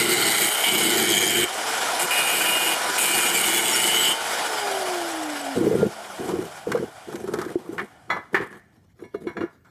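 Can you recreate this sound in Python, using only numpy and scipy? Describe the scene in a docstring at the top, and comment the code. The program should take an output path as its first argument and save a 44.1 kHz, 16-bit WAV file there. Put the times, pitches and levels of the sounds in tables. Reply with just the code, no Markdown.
"""A harsh, buzzing screech and a hiss of sparks: an angle grinder cuts a steel angle bar on a wooden block
on concrete. It lifts off twice, is switched off and coasts down in pitch. Then a steel piece and the block are
dragged over the floor and the bar is knocked onto the block. Noise through resonances makes cut, roar and
drags; summed sines make motor tones, ticks and bumps; knocks mix both. Floor shaking booms through the stand."""
import sys
import numpy as np
from scipy import signal
from scipy.fft import rfft, irfft, next_fast_len
from scipy.io import wavfile
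from scipy.ndimage import uniform_filter1d, map_coordinates

SR = 44100
rng = np.random.default_rng(int(sys.argv[2]) if len(sys.argv) > 2 else 0)


def master_out(mix):
    """Clip the mix to full scale and print it as 16-bit PCM to the path in sys.argv[1]."""
    frames = np.transpose(np.atleast_2d(mix))
    ceiling = np.clip(frames, -1, 1)
    pcm = np.round(ceiling * 32767).astype(np.int16)
    wavfile.write(sys.argv[1], SR, pcm)


N = 427769
# frequency and time grid of the time-varying filters
HZ, T, _ = signal.stft(np.zeros(N), SR, nperseg=1024)
HZ = HZ[:, None]
CONTACT_S = .0018  # time constant with which knocks and ticks rise

# passes of the disc: start t/s, end t/s, screech level/dB, sparks level/dB, boom level/dB,
# pressure change over the pass/dB, brightest sparks f/Hz
CUT_PASSES = [(0, 0.488, -19, -23.5, -23.5, -3, 7900), (0.494, 0.657, -27, -26.5, -49, -2.5, 9300),
              (0.638, 1.443, -22.5, -22, -24.5, 0, 6500), (1.994, 2.046, -32, -22.5, -32, 2.5, 9500),
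              (2.107, 2.738, -24, -24, -35.5, -0.5, 9300), (2.978, 4.121, -23, -22, -32, 0, 7900)]
# relative spectrum of the spark hiss: f/Hz, density level/dB per Hz
SPARK_SPECTRUM = [(2650, -15.5), (4500, -7), (6140, -18), (6720, -6), (7390, -11.5), (8040, -5.5),
                  (9570, -9), (12400, -11), (13300, -3), (13900, -8.5)]
# resonances of floor and microphone stand, before an exponent sharpens them: f/Hz, width/Hz, level/dB
STAND_RINGS = [(111, 168, -13), (218.6, 78, -5.5), (353.8, 24.8, -1.5), (459.6, 67, -6.5)]
SCREECH_PRESS, SPARKS_PRESS, BOOM_PRESS = 0.47, -0.77, 3  # level change, dB per dB of pressure
BITE_DB, BITE_S = 1.5, 0.023  # extra screech and sparks as the rim first bites; its decay constant
TOUCH_S, LIFT_DB_PER_S, BOOM_RISE_S = 0.0024, 910, 0.096
GLOW_WIDTH_HZ, GLOW_DB = 2900, 5  # the brightest part of the spark hiss
BUZZ = .4  # share by which the high spot of the rim swells the sparks once a turn


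def cut(turns):
    """Forced vibration: periodic grit and random tearing ring the bar, throw sparks and shake the floor."""
    start, end, screech_db, sparks_db, boom_db, press_db, glow_hz = np.transpose(CUT_PASSES)

    def level(db, press, bite_db, rise_s=TOUCH_S):
        def level_db(since, done):
            pressure = press * press_db[:, None] * done
            return db[:, None] + pressure + bite_db * np.exp(-since / BITE_S)
        return strokes(start, end, level_db, rise_s, LIFT_DB_PER_S)

    turn_phase = 2 * np.pi * turns
    runout = 1 + 0.045 * np.sin(turn_phase + wobble(5.8))  # an out-of-round disc presses once a turn
    high_spot = 1 + BUZZ * np.sin(turn_phase + .4 * wobble(20))
    hand_db = .6 * wobble(9)  # the hand's pressure is never even
    chatter = amp(wobble(25.05) + 1.3 * wobble(90))

    def tearing():
        return unit(chatter * runout * rng.standard_normal(N))

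    torn = unit(shaped(tearing(), bar(HZ, T) ** 1.05, patchy_db=2))
    screech = amp(1.5 * wobble(70)) * (.78 * np.sqrt(chatter) * rim(turns) + .63 * torn)

    glow_now = np.interp(T, (start + end) / 2, glow_hz)
    glow = 0.5 + rings([(glow_now, GLOW_WIDTH_HZ, GLOW_DB)], HZ)
    showers = tearing() * high_spot * amp(1.43 * wobble(500))
    sparks = shaped(showers, amp(along(SPARK_SPECTRUM, HZ)) * glow, patchy_db=3)

    boom = unit(shaped(tearing(), rings(STAND_RINGS, HZ) ** 3.1))
    boom = boom + 0.15 * amp(2.3 * wobble(9.8)) * np.sin(turn_phase)
    return (level(screech_db, SCREECH_PRESS, BITE_DB) * amp(hand_db) * screech
            + level(sparks_db, SPARKS_PRESS, BITE_DB) * amp(0.49 * wobble(7.2)) * unit(sparks)
            + level(boom_db, BOOM_PRESS, 0, BOOM_RISE_S) * amp(hand_db + 0.33 * wobble(11)) * boom)


# multiples of the disc speed that the rim's wear favours: multiple, extra level/dB
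WORN_ORDERS = [(17, 3), (18, 4), (21, 3), (23, 2), (25, 1), (27, 2)]
# strength of the squeal against the tearing: t/s, level/dB
SQUEAL_LEVEL = [(0, -4), (.6, -1), (1.45, 0), (2.1, 2), (2.75, 3), (3.3, -1), (4.15, 1)]


def rim(turns):
    """Periodic excitation: the same grit passes each turn, so the bar squeals on multiples of the disc speed."""
    t = np.arange(N) / SR
    speed = np.interp(T, t, np.gradient(turns) * SR)
    out = np.zeros(N)
    for order in range(16, 34):
        answer = np.interp(t, T, bar(order * speed, T) ** 1.9)
        order_db = dict(WORN_ORDERS).get(order, 0) + 2.2 * wobble(9) + 2 * wobble(45)
        phase = 2 * np.pi * (order * turns + rng.random()) + .25 * wobble(35)
        out += answer * amp(order_db) * np.sin(phase)
    return amp(curves(SQUEAL_LEVEL, t)[0]) * unit(out)


# steady rings of bar and disc: f/Hz, width/Hz, level/dB
STEADY_RINGS = [(1380, 170, -5), (1930, 540, -5)]
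# rings of the overhanging end: f/Hz, width/Hz, level/dB
FREE_END_RINGS = [(3970, 160, -0.5), (4560, 460, -8)]
# main squeal rings, gliding as the disc slows and recovers: t/s, lower f/Hz, upper f/Hz,
# upper level/dB and free-end level/dB against the lower
SQUEAL_RINGS = [(0, 2050, 2900, -5, -5), (.35, 2200, 3050, -5, 0), (.65, 2230, 3030, 2, -8),
                (.9, 2200, 3050, -2, -1), (1.1, 2300, 3150, -1, -6), (1.45, 2300, 3120, 1, -10),
                (2.1, 2460, 2900, -2, -14), (3, 2470, 2930, -1, -14), (3.6, 2200, 2950, -3, -13),
                (4.15, 2150, 2980, 3, -14)]


def bar(hz, t):
    """Resonance: gain at frequencies hz and times t of steady rings, gliding squeal rings and free-end rings."""
    lower, upper, upper_db, end_db = curves(SQUEAL_RINGS, t)
    squeal = [(lower, 220, 0), (upper, 300, upper_db)]
    free_end = [(f, width, db + end_db) for f, width, db in FREE_END_RINGS]
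    return rings(STEADY_RINGS + squeal + free_end, hz)


# brief thin rings of the bar: centre of span less half its length t/s, length t/s, f/Hz, level/dB
BAR_WHISTLES = [(3.5, .2, 3400, -31), (3.7, .12, 5490, -38), (4.0, .12, 4800, -37), (5.75, .02, 8750, -38),
                (5.775, .09, 1400, -36)]


def whistles():
    """Single-mode ringing: now and then one high mode of the bar sings for a moment."""
    t = np.arange(N) / SR
    out = np.zeros(N)
    for s, length, hz, db in BAR_WHISTLES:
        half = length / 2
        swell = np.exp(-((t - s - half) / half) ** 4)
        out += amp(db + 3.9 * wobble(56)) * swell * np.sin(2 * np.pi * hz * t + 0.46 * wobble(30))
    return out


# disc speed up to the coast: slowed by the cut, recovering in the air, then a sudden drop:
# t/s, speed/turns per s
DISC_SPEED = [(0, 120), (.29, 111.6), (.47, 115.2), (.63, 125), (.72, 127), (.856, 121.7), (1.03, 108.8),
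              (1.15, 103.3), (1.35, 97.2), (1.45, 97), (1.6, 118), (1.85, 134), (2.1, 137), (2.75, 135.5),
              (3.05, 139), (3.29, 132.4), (3.51, 127.7), (3.72, 124.1), (4.12, 123), (4.44, 138),
              (4.5, 121.4)]
OFF_S, COAST_S, RUB_TURNS = 4.5, 2.66, 25  # switch-off; air drag time; bearing friction as turns per s


def disc_turns():
    """Rotational decay: turns made up to each sample; off, the disc loses speed to air and bearings."""
    t = np.arange(N) / SR
    coast = (DISC_SPEED[-1][1] + RUB_TURNS) * np.exp(-(t - OFF_S) / COAST_S) - RUB_TURNS
    speed = np.where(t < OFF_S, curves(DISC_SPEED, t)[0], np.maximum(coast, .1))
    return np.cumsum(speed) / SR


# relative spectrum of the fan and gear roar: f/Hz, density level/dB per Hz
FAN_SPECTRUM = [(60, -35), (250, -9.5), (350, -5.5), (520, -4.5), (730, 4), (1100, -4.5), (1480, -5),
                (1900, -7), (3100, -8), (4200, -14.5), (5100, -12), (6200, -15.5), (8000, -14),
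                (10000, -20), (13900, -24)]
# steady rings in the motor's roar: f/Hz, width/Hz, level/dB
CASING_RINGS = [(740, 34, -15), (1443, 64, 4), (10130, 350, 2)]
# ring of the casing once it lies on the floor: f/Hz, width/Hz, level/dB
LAID_RING = (660, 150, 0)
GEAR, FULL_TURNS = 3.6, 137  # armature turns per disc turn; unloaded disc speed, turns per s
ROAR_DB, ROAR_GROWS = -24, 1.557  # at full speed; dB per dB of speed
TREBLE_DB, TREBLE_GROWS = 2.5, 0.24  # tilt reached at 4 kHz, full speed; dB per dB of speed
TONE_DB, COAST_TONE_DB, COAST_GROWS = -43, -27.5, 1.97  # driven; coasting at full speed; dB per dB of speed
SWELL_S = 0.2  # time constant with which the tone stands out once the drive is off
TONE_SINKS_S, TONE_SINKS_DB = (5.55, 5.9), -9  # the coasting tone drops back over this span
OCTAVE_DB, COAST_OCTAVE_DB, OCTAVE_RISE_S, OCTAVE_FADES = -40, 10, .12, 24  # on; gain once off; s; dB per s
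WHINE_MULTIPLE, WHINE_DB, WHINE_T60 = 12, -42, 2.5  # of the armature speed; at switch-off; s
AWAY_S, AWAY_DB = (4.12, 4.2, 4.5, 4.75), -2  # swung away from the bar, then laid on the floor nearby


def motor(turns):
    """Speed-dependent radiation: roar sinks and dulls as it slows, over armature tone, octave and brief whine."""
    t = np.arange(N) / SR
    speed_db = 20 * np.log10(np.gradient(turns) * SR / FULL_TURNS)
    off = np.maximum(t - OFF_S, 0)  # seconds since switch-off

    treble_db = TREBLE_DB + TREBLE_GROWS * np.interp(T, t, speed_db)
    tilt_db = treble_db * np.clip(np.log2((HZ + 1) / 1000), 0, 2) / 2
    laid = np.interp(T, AWAY_S[2:], [0, 1]) * rings([LAID_RING], HZ)
    casing = 1 + rings(CASING_RINGS, HZ) + laid
    roar = shaped(rng.standard_normal(N), amp(along(FAN_SPECTRUM, HZ) + tilt_db) * casing, patchy_db=1.5)
    away_db = np.interp(t, AWAY_S, [0, AWAY_DB, AWAY_DB, 0])
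    roar_db = ROAR_DB + away_db + ROAR_GROWS * speed_db + 0.17 * wobble(9.1) + 1.05 * wobble(60)

    phase = 2 * np.pi * GEAR * turns + 0.22 * wobble(40)
    swell = 1 - np.exp(-off / SWELL_S)
    sink_db = np.interp(t, TONE_SINKS_S, [0, TONE_SINKS_DB])
    coast_tone = amp(COAST_TONE_DB + COAST_GROWS * speed_db + sink_db)
    tone = (1 - swell) * amp(TONE_DB) + swell * coast_tone
    tones = tone * amp(1.8 * wobble(20)) * np.sin(phase)

    octave_db = OCTAVE_DB + COAST_OCTAVE_DB * np.clip(off / OCTAVE_RISE_S, 0, 1) - OCTAVE_FADES * off
    tones += amp(octave_db + 3 * wobble(6.8)) * np.sin(2 * phase + 0.48 * wobble(30))
    tones += (off > 0) * amp(WHINE_DB - 60 * off / WHINE_T60) * np.sin(WHINE_MULTIPLE * phase)
    return amp(roar_db) * roar + np.sqrt(2) * tones


# thin high ticks while the disc coasts on the floor: t/s, level/dB
COAST_TICKS = [(5.0867, -29), (5.1158, -27.5), (5.2336, -28), (5.3019, -30), (5.3333, -35), (5.3967, -31),
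               (5.4117, -27), (5.4486, -33)]
# modes of a tick: f/Hz, level/dB, t60/s
TICK_MODES = [(8020, 5.5, 0.022), (2930, -1.5, .02)]


def ticks():
    """Impulse response: each tick rings two small damped modes for a moment."""
    out, t = np.zeros(N), np.arange(SR // 20) / SR
    ring = sum(amp(db - 60 * t / t60) * np.sin(2 * np.pi * hz * t) for hz, db, t60 in TICK_MODES)
    ring = ring * (1 - np.exp(-t / CONTACT_S))
    for s, db in COAST_TICKS:
        out[round(s * SR):][:len(t)] += amp(db) * ring
    return out


# knocks: t/s, level/dB, wood pitch f/Hz, wood rattle t60/s, steel ring level/dB, treble level/dB,
# favoured steel mode f/Hz
BLOCK_KNOCKS = [(6.289, -19, 997, 0.11, -30, -6, 2190), (6.717, -11, 1535, 0.057, -19, -6, 2794),
                (6.752, -17, 1260, 0.13, -34, -12, 2190), (6.773, -21.5, 1580, 0.097, -31, -6, 2190),
                (7.125, -28, 1580, 0.056, -24, -2, 2794), (7.155, -32, 1540, 0.066, -25, 6, 2794),
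                (7.274, -30, 1270, 0.12, -25, 0, 2794), (7.336, -17.5, 1290, 0.13, -29, -3, 2340),
                (7.387, -18.5, 1460, 0.08, -19, -4, 3413), (7.414, -19.5, 1273, 0.14, -23, -4, 3413),
                (7.45, -25, 1550, .05, -26, -2, 3413), (7.48, -28.5, 1580, 0.099, -30, -10, 2794),
                (7.78, -11.5, 1800, 0.048, -33, -30.5, 2190), (7.791, -13.5, 1750, 0.099, -26, -26.5, 2190),
                (8.094, -28, 1300, .05, -20, -30, 2019), (8.101, -14, 1299, 0.29, 0, -34, 2019),
                (8.166, -14, 1215, 0.06, -25.5, -34, 2019), (8.344, -0.5, 1733, 0.095, -28.5, -27.5, 2190),
                (8.361, -10.5, 1800, 0.18, -30, -27, 2190), (8.41, -18.5, 1743, 0.2, -27.5, -17, 2190),
                (8.525, -32, 1710, 0.16, -22, -11.5, 3844), (8.991, -44, 1590, 0.1, -8, -14, 5670),
                (9.036, -47.5, 1790, 0.071, 5.5, -23, 2190), (9.143, -22.5, 1220, 0.042, -14.5, -26, 680),
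                (9.269, -31.5, 1574, 0.29, 1, -31, 2190), (9.367, -21.5, 1656, 0.09, -9.5, -29.5, 680),
                (9.406, -23.5, 1395, 0.25, -7, -31, 2794), (9.647, -46, 1400, 0.24, -11, -6, 2190)]
# modes of the bar before each blow varies them: f/Hz, level/dB, t60/s
STEEL_MODES = [(680, -1, .2), (985, -5, .2), (1270, -4, .12), (1712, -4, .3), (1798, -7, .16),
               (2019, -6, .2), (2190, -3, .24), (2340, -8, .2), (2794, -8, .12), (3413, -8, .13),
               (3844, -16, .13), (4059, -15, .2), (4256, -12, .13), (5670, -20, .25), (6928, -21, .11)]
CRACK_T60 = 0.075  # added damping: a knock's treble dies sooner than its body, s
FREE_S, HELD_T60 = .11, .2  # the bar rings freely, then the glove adds this damping, s
FAVOUR_DB = 7  # where a blow lands favours one mode of the bar


def band(x, order, low_hz, high_hz):
    """Band-pass filtering: keeps the range between two corner frequencies, at rms 1."""
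    sos = signal.butter(order, [low_hz, high_hz], "band", fs=SR, output="sos")
    return unit(signal.sosfilt(sos, x))


def knocks():
    """Impact excitation: a rattling burst around the wood's own note, a crack, and the bar's damped modes."""
    out, t = np.zeros(N + SR), np.arange(SR // 2) / SR
    for s, db, hz, t60, steel_db, treble_db, mode_hz in BLOCK_KNOCKS:
        noise = rng.standard_normal((3, len(t)))
        rattle = amp(2 * unit(uniform_filter1d(noise[2], 130)) - 60 * t / max(t60, .01))
        wood = band(noise[0], 3, 0.45 * hz, 1.24 * hz)
        drift = .9 * unit(uniform_filter1d(noise[2], 200))
        note = 1.2 * amp(-70 * t / max(t60, .01)) * np.sin(2 * np.pi * hz * t + drift)
        crack = amp(treble_db - 60 * t / CRACK_T60) * band(noise[1], 1, 2500, 8000)

        ring, waver = np.zeros(len(t)), .35 * unit(uniform_filter1d(noise[0], 300))
        for f, mode_db, mode_t60 in STEEL_MODES:
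            blow_db = rng.normal(0, 3) + FAVOUR_DB * (abs(f / mode_hz - 1) < .05)
            ring += amp(mode_db + blow_db - 60 * t / mode_t60) * np.sin(2 * np.pi * f * t + waver)
        held = amp(steel_db - 60 * np.maximum(t - FREE_S, 0) / HELD_T60)

        attack = amp(db - 9.5) * (1 - np.exp(-t / CONTACT_S))
        out[round(s * SR):][:len(t)] += attack * (rattle * (wood + crack) + note + held * ring)
    return out[:N]


# drags and slides over the floor: start t/s, end t/s, boom level/dB, scrape level/dB
FLOOR_DRAGS = [(5.554, 5.866, -17.5, -37.5), (6.179, 6.439, -30, -41), (6.656, 6.843, -27.5, -45),
               (7.061, 7.525, -34.5, -44.5), (7.57, 7.676, -42, -47.5), (7.693, 7.83, -38.5, -46.5),
               (8.077, 8.176, -36, -60), (8.315, 8.44, -30.5, -44.5), (8.485, 8.562, -45, -52),
               (8.985, 9.051, -40, -58.5), (9.136, 9.154, -30, -57), (9.196, 9.303, -39, -55.5),
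               (9.348, 9.437, -32.5, -63)]
# relative spectrum of the scrape: f/Hz, density level/dB per Hz
GRIT_SPECTRUM = [(350, -31.5), (700, 1), (1400, -6.5), (2000, -14), (3200, -18.5), (5000, -23), (9000, -20),
                 (13900, -24)]
GRIP_S, BOOM_DB_PER_S, SCRAPE_DB_PER_S = 0.026, 442, 253.5  # rise; fall after the end


def drag():
    """Stick-slip friction: undersides catch on concrete in uneven slips, a lumpy boom and a gritty scrape."""
    start, end, boom_db, scrape_db = np.transpose(FLOOR_DRAGS)

    def level(db, fall):
        return strokes(start, end, lambda since, done: db[:, None] + 0 * since, GRIP_S, fall)

    slips_db = 2.4 * wobble(45)
    shaking = unit(amp(slips_db) * rng.standard_normal(N))
    boom = shaped(shaking, rings(STAND_RINGS, HZ) ** 1.4)
    rasp = unit(amp(slips_db / 2 + 3.5 * wobble(200)) * rng.standard_normal(N))
    scrape = shaped(rasp, amp(along(GRIT_SPECTRUM, HZ)), patchy_db=3.5)
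    return level(boom_db, BOOM_DB_PER_S) * boom + level(scrape_db, SCRAPE_DB_PER_S) * scrape


# bumps felt through the floor: t/s, level/dB, pitch f/Hz
FLOOR_BUMPS = [(5.573, -17.5, 356), (5.608, -8.5, 327), (5.668, -5.5, 442), (5.712, -8.5, 446),
               (5.75, -9, 450), (5.828, 1, 445), (6.286, -18.5, 354), (6.337, -13, 360),
               (6.388, -12.5, 343), (6.67, -15.5, 470), (6.749, -8, 475), (6.771, -15, 466),
               (6.826, -17, 450), (7.144, -19.5, 343), (7.241, -20, 380), (7.286, -18.5, 390),
               (7.338, -15, 420), (7.386, -17, 363), (7.463, -19, 340), (7.556, -8.5, 353),
               (7.691, -20, 328), (7.725, -26, 340), (8.343, -11, 384), (8.402, -17.5, 405),
               (9.023, -25.5, 350), (9.146, -17.5, 413), (9.269, -15.5, 350), (9.41, -17.5, 336),
               (9.437, -15, 347)]


def bumps():
    """Structure-borne impulse: each bump rings the stand for a few cycles."""
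    out, t = np.zeros(N + SR), np.arange(SR // 4) / SR
    for s, db, hz in FLOOR_BUMPS:
        phase = 2 * np.pi * hz * t
        ring = np.sin(phase) + 0.041 * np.sin(0.38 * phase)
        ring += 0.14 * amp(-60 * t / 0.039) * np.sin(0.48 * phase)
        out[round(s * SR):][:len(t)] += 1.4 * amp(db - 60 * t / 0.057) * (1 - np.exp(-t / 0.0016)) * ring
    return out[:N]


# reverberation of the workshop: f/Hz, t60/s
ROOM_DECAY = [(300, 0.045), (2000, 0.66), (10000, 0.26)]


def room(x):
    """Reverberation: each frequency of the workshop's answer dies at its own speed."""
    hz, t, z = signal.stft(rng.standard_normal(SR // 2), SR, nperseg=256)
    decay = amp(-60 * t / along(ROOM_DECAY, hz)[:, None])
    tail = signal.istft(z * decay, SR, nperseg=256)[1]
    delayed = np.pad(x, (300, 0))  # samples
    return signal.fftconvolve(delayed, tail / np.linalg.norm(tail))[:N]


# relative spectrum of the workshop's quiet floor: f/Hz, density level/dB per Hz
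SHOP_SPECTRUM = [(15, -64), (25, -38), (46, -21), (70, -2.5), (237, -12.5), (371, -19.5), (510, -25.5),
                 (799, -31.5), (12800, -48.5), (13900, -61.5)]
SHOP_DB = -56.5


def shop_floor():
    """Background noise: a quiet, slightly uneven random rumble weighted to the bass."""
    noise = shaped(rng.standard_normal(N), amp(along(SHOP_SPECTRUM, HZ)), patchy_db=3.5)
    return amp(SHOP_DB + 0.95 * wobble(14.0)) * noise


def amp(db):
    """Decibel law: level to amplitude ratio."""
    return 10 ** (np.asarray(db) / 20)


def unit(x):
    """Normalisation: x at rms 1."""
    return x / np.sqrt(np.mean(x ** 2) + 1e-20)


def along(points, hz):
    """Logarithmic frequency scale: (f/Hz, value) points joined by lines on it."""
    f, v = np.transpose(points)
    return np.interp(np.log(hz + 1), np.log(f + 1), v)


def curves(rows, t):
    """Linear interpolation: the columns after the time, at times t."""
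    s, *cols = np.transpose(rows)
    return [np.interp(t, s, c) for c in cols]


def wobble(rate):
    """Band-limited fluctuation: a smooth random curve, rate knots a second."""
    grid = np.arange(0, N / SR + .001, .0005)
    knots = rng.standard_normal(int(N * rate / SR) + 4)
    return np.interp(np.arange(N) / SR, grid, map_coordinates(knots, [grid * rate]))


def rings(modes, hz):
    """Modal superposition: gain at hz of (f/Hz, width/Hz, level/dB) resonances of alternating sign."""
    total = 0
    for k, (centre, width, db) in enumerate(modes):
        damping = 1j * hz * width
        total = total + (-1) ** k * amp(db) * damping / (centre * centre - hz * hz + damping + 1e-9)
    return np.abs(total)


def shaped(x, gain, patchy_db=0.):
    """Time-varying filtering with random patches of gain; rms 1 for white x of rms 1."""
    z = signal.stft(x, nperseg=1024)[2]
    field = uniform_filter1d(uniform_filter1d(rng.standard_normal(z.shape), 9, 0), 4, 1)
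    gain = gain * amp(patchy_db * unit(field))
    return signal.istft(z * gain / np.sqrt(np.mean(gain ** 2, 0)), nperseg=1024)[1][:N]


def strokes(start, end, level_db, rise_s, fall_db_per_s):
    """Envelope: strokes rise, hold and fall; level_db(seconds in, share done) gives one row a stroke."""
    t = np.arange(0, N / SR, .001)
    since = np.maximum(t - start[:, None], 0)
    done = np.clip(since / (end - start)[:, None], 0, 1)
    rise = np.where(start[:, None] <= 0, 1, np.clip(since / rise_s, 0, 1))  # at 0 s already under way
    fall_db = fall_db_per_s * np.maximum(t - end[:, None], 0)
    gain = rise * amp(level_db(since, done) - fall_db)
    return np.interp(np.arange(N) / SR, t, gain.max(0))


KNOCK_ROOM_DB = -21  # knocks beside the microphone carry less of the workshop


def scene():
    """Superposition: airborne sounds with their reverberation, motor, floor sounds and background."""
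    turns = disc_turns()
    air, near = cut(turns) + whistles() + ticks(), knocks()
    air = air + near + room(amp(-13) * air + amp(KNOCK_ROOM_DB) * near)
    return (air + motor(turns) + drag() + bumps() + shop_floor())[None]


DIP_HZ, DIP_WIDTH_HZ, DIP_DEPTH = 2650, 130, .62  # a narrow hollow in the whole sound; depth 0-1
# gain control: threshold; dB cut per dB above it; averaging time constant; recovery
KNEE_DB, SQUEEZE, SENSE_S, RECOVER_DB_PER_S = -24.5, 0.32, 0.0069, 16.5
TOP_HZ = 13800  # upper band limit


def record(dry):
    """Filtering and compression: thin bass, a narrow hollow, loud parts cut with slow recovery, a band limit."""
    m = next_fast_len(N + SR // 2)
    hz = np.fft.rfftfreq(m, 1 / SR)
    hollow = 1 - DIP_DEPTH * np.exp(-((hz - DIP_HZ) / DIP_WIDTH_HZ) ** 2)
    thin_bass = (1j * hz / (55 + 1j * hz)) ** 2
    x = irfft(rfft(dry, m) * hollow * thin_bass, m)[..., :N]

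    keep = np.exp(-1 / (SENSE_S * SR))
    start = [[keep * np.mean(x[0, :SR // 10] ** 2)]]
    power = signal.lfilter([1 - keep], [1, -keep], x ** 2, zi=start)[0]
    loud_db = 10 * np.log10(power + 1e-12)
    # a running maximum on a rising ramp lets the cut jump up at once but fall only at the ramp's slope
    ramp = RECOVER_DB_PER_S * np.arange(N) / SR
    cut_db = np.maximum.accumulate(SQUEEZE * np.maximum(loud_db - KNEE_DB, 0) + ramp, axis=1) - ramp
    return irfft(rfft(x * amp(-cut_db), m) * (hz < TOP_HZ), m)[..., :N]


dry = scene()
out = record(dry)
master_out(out)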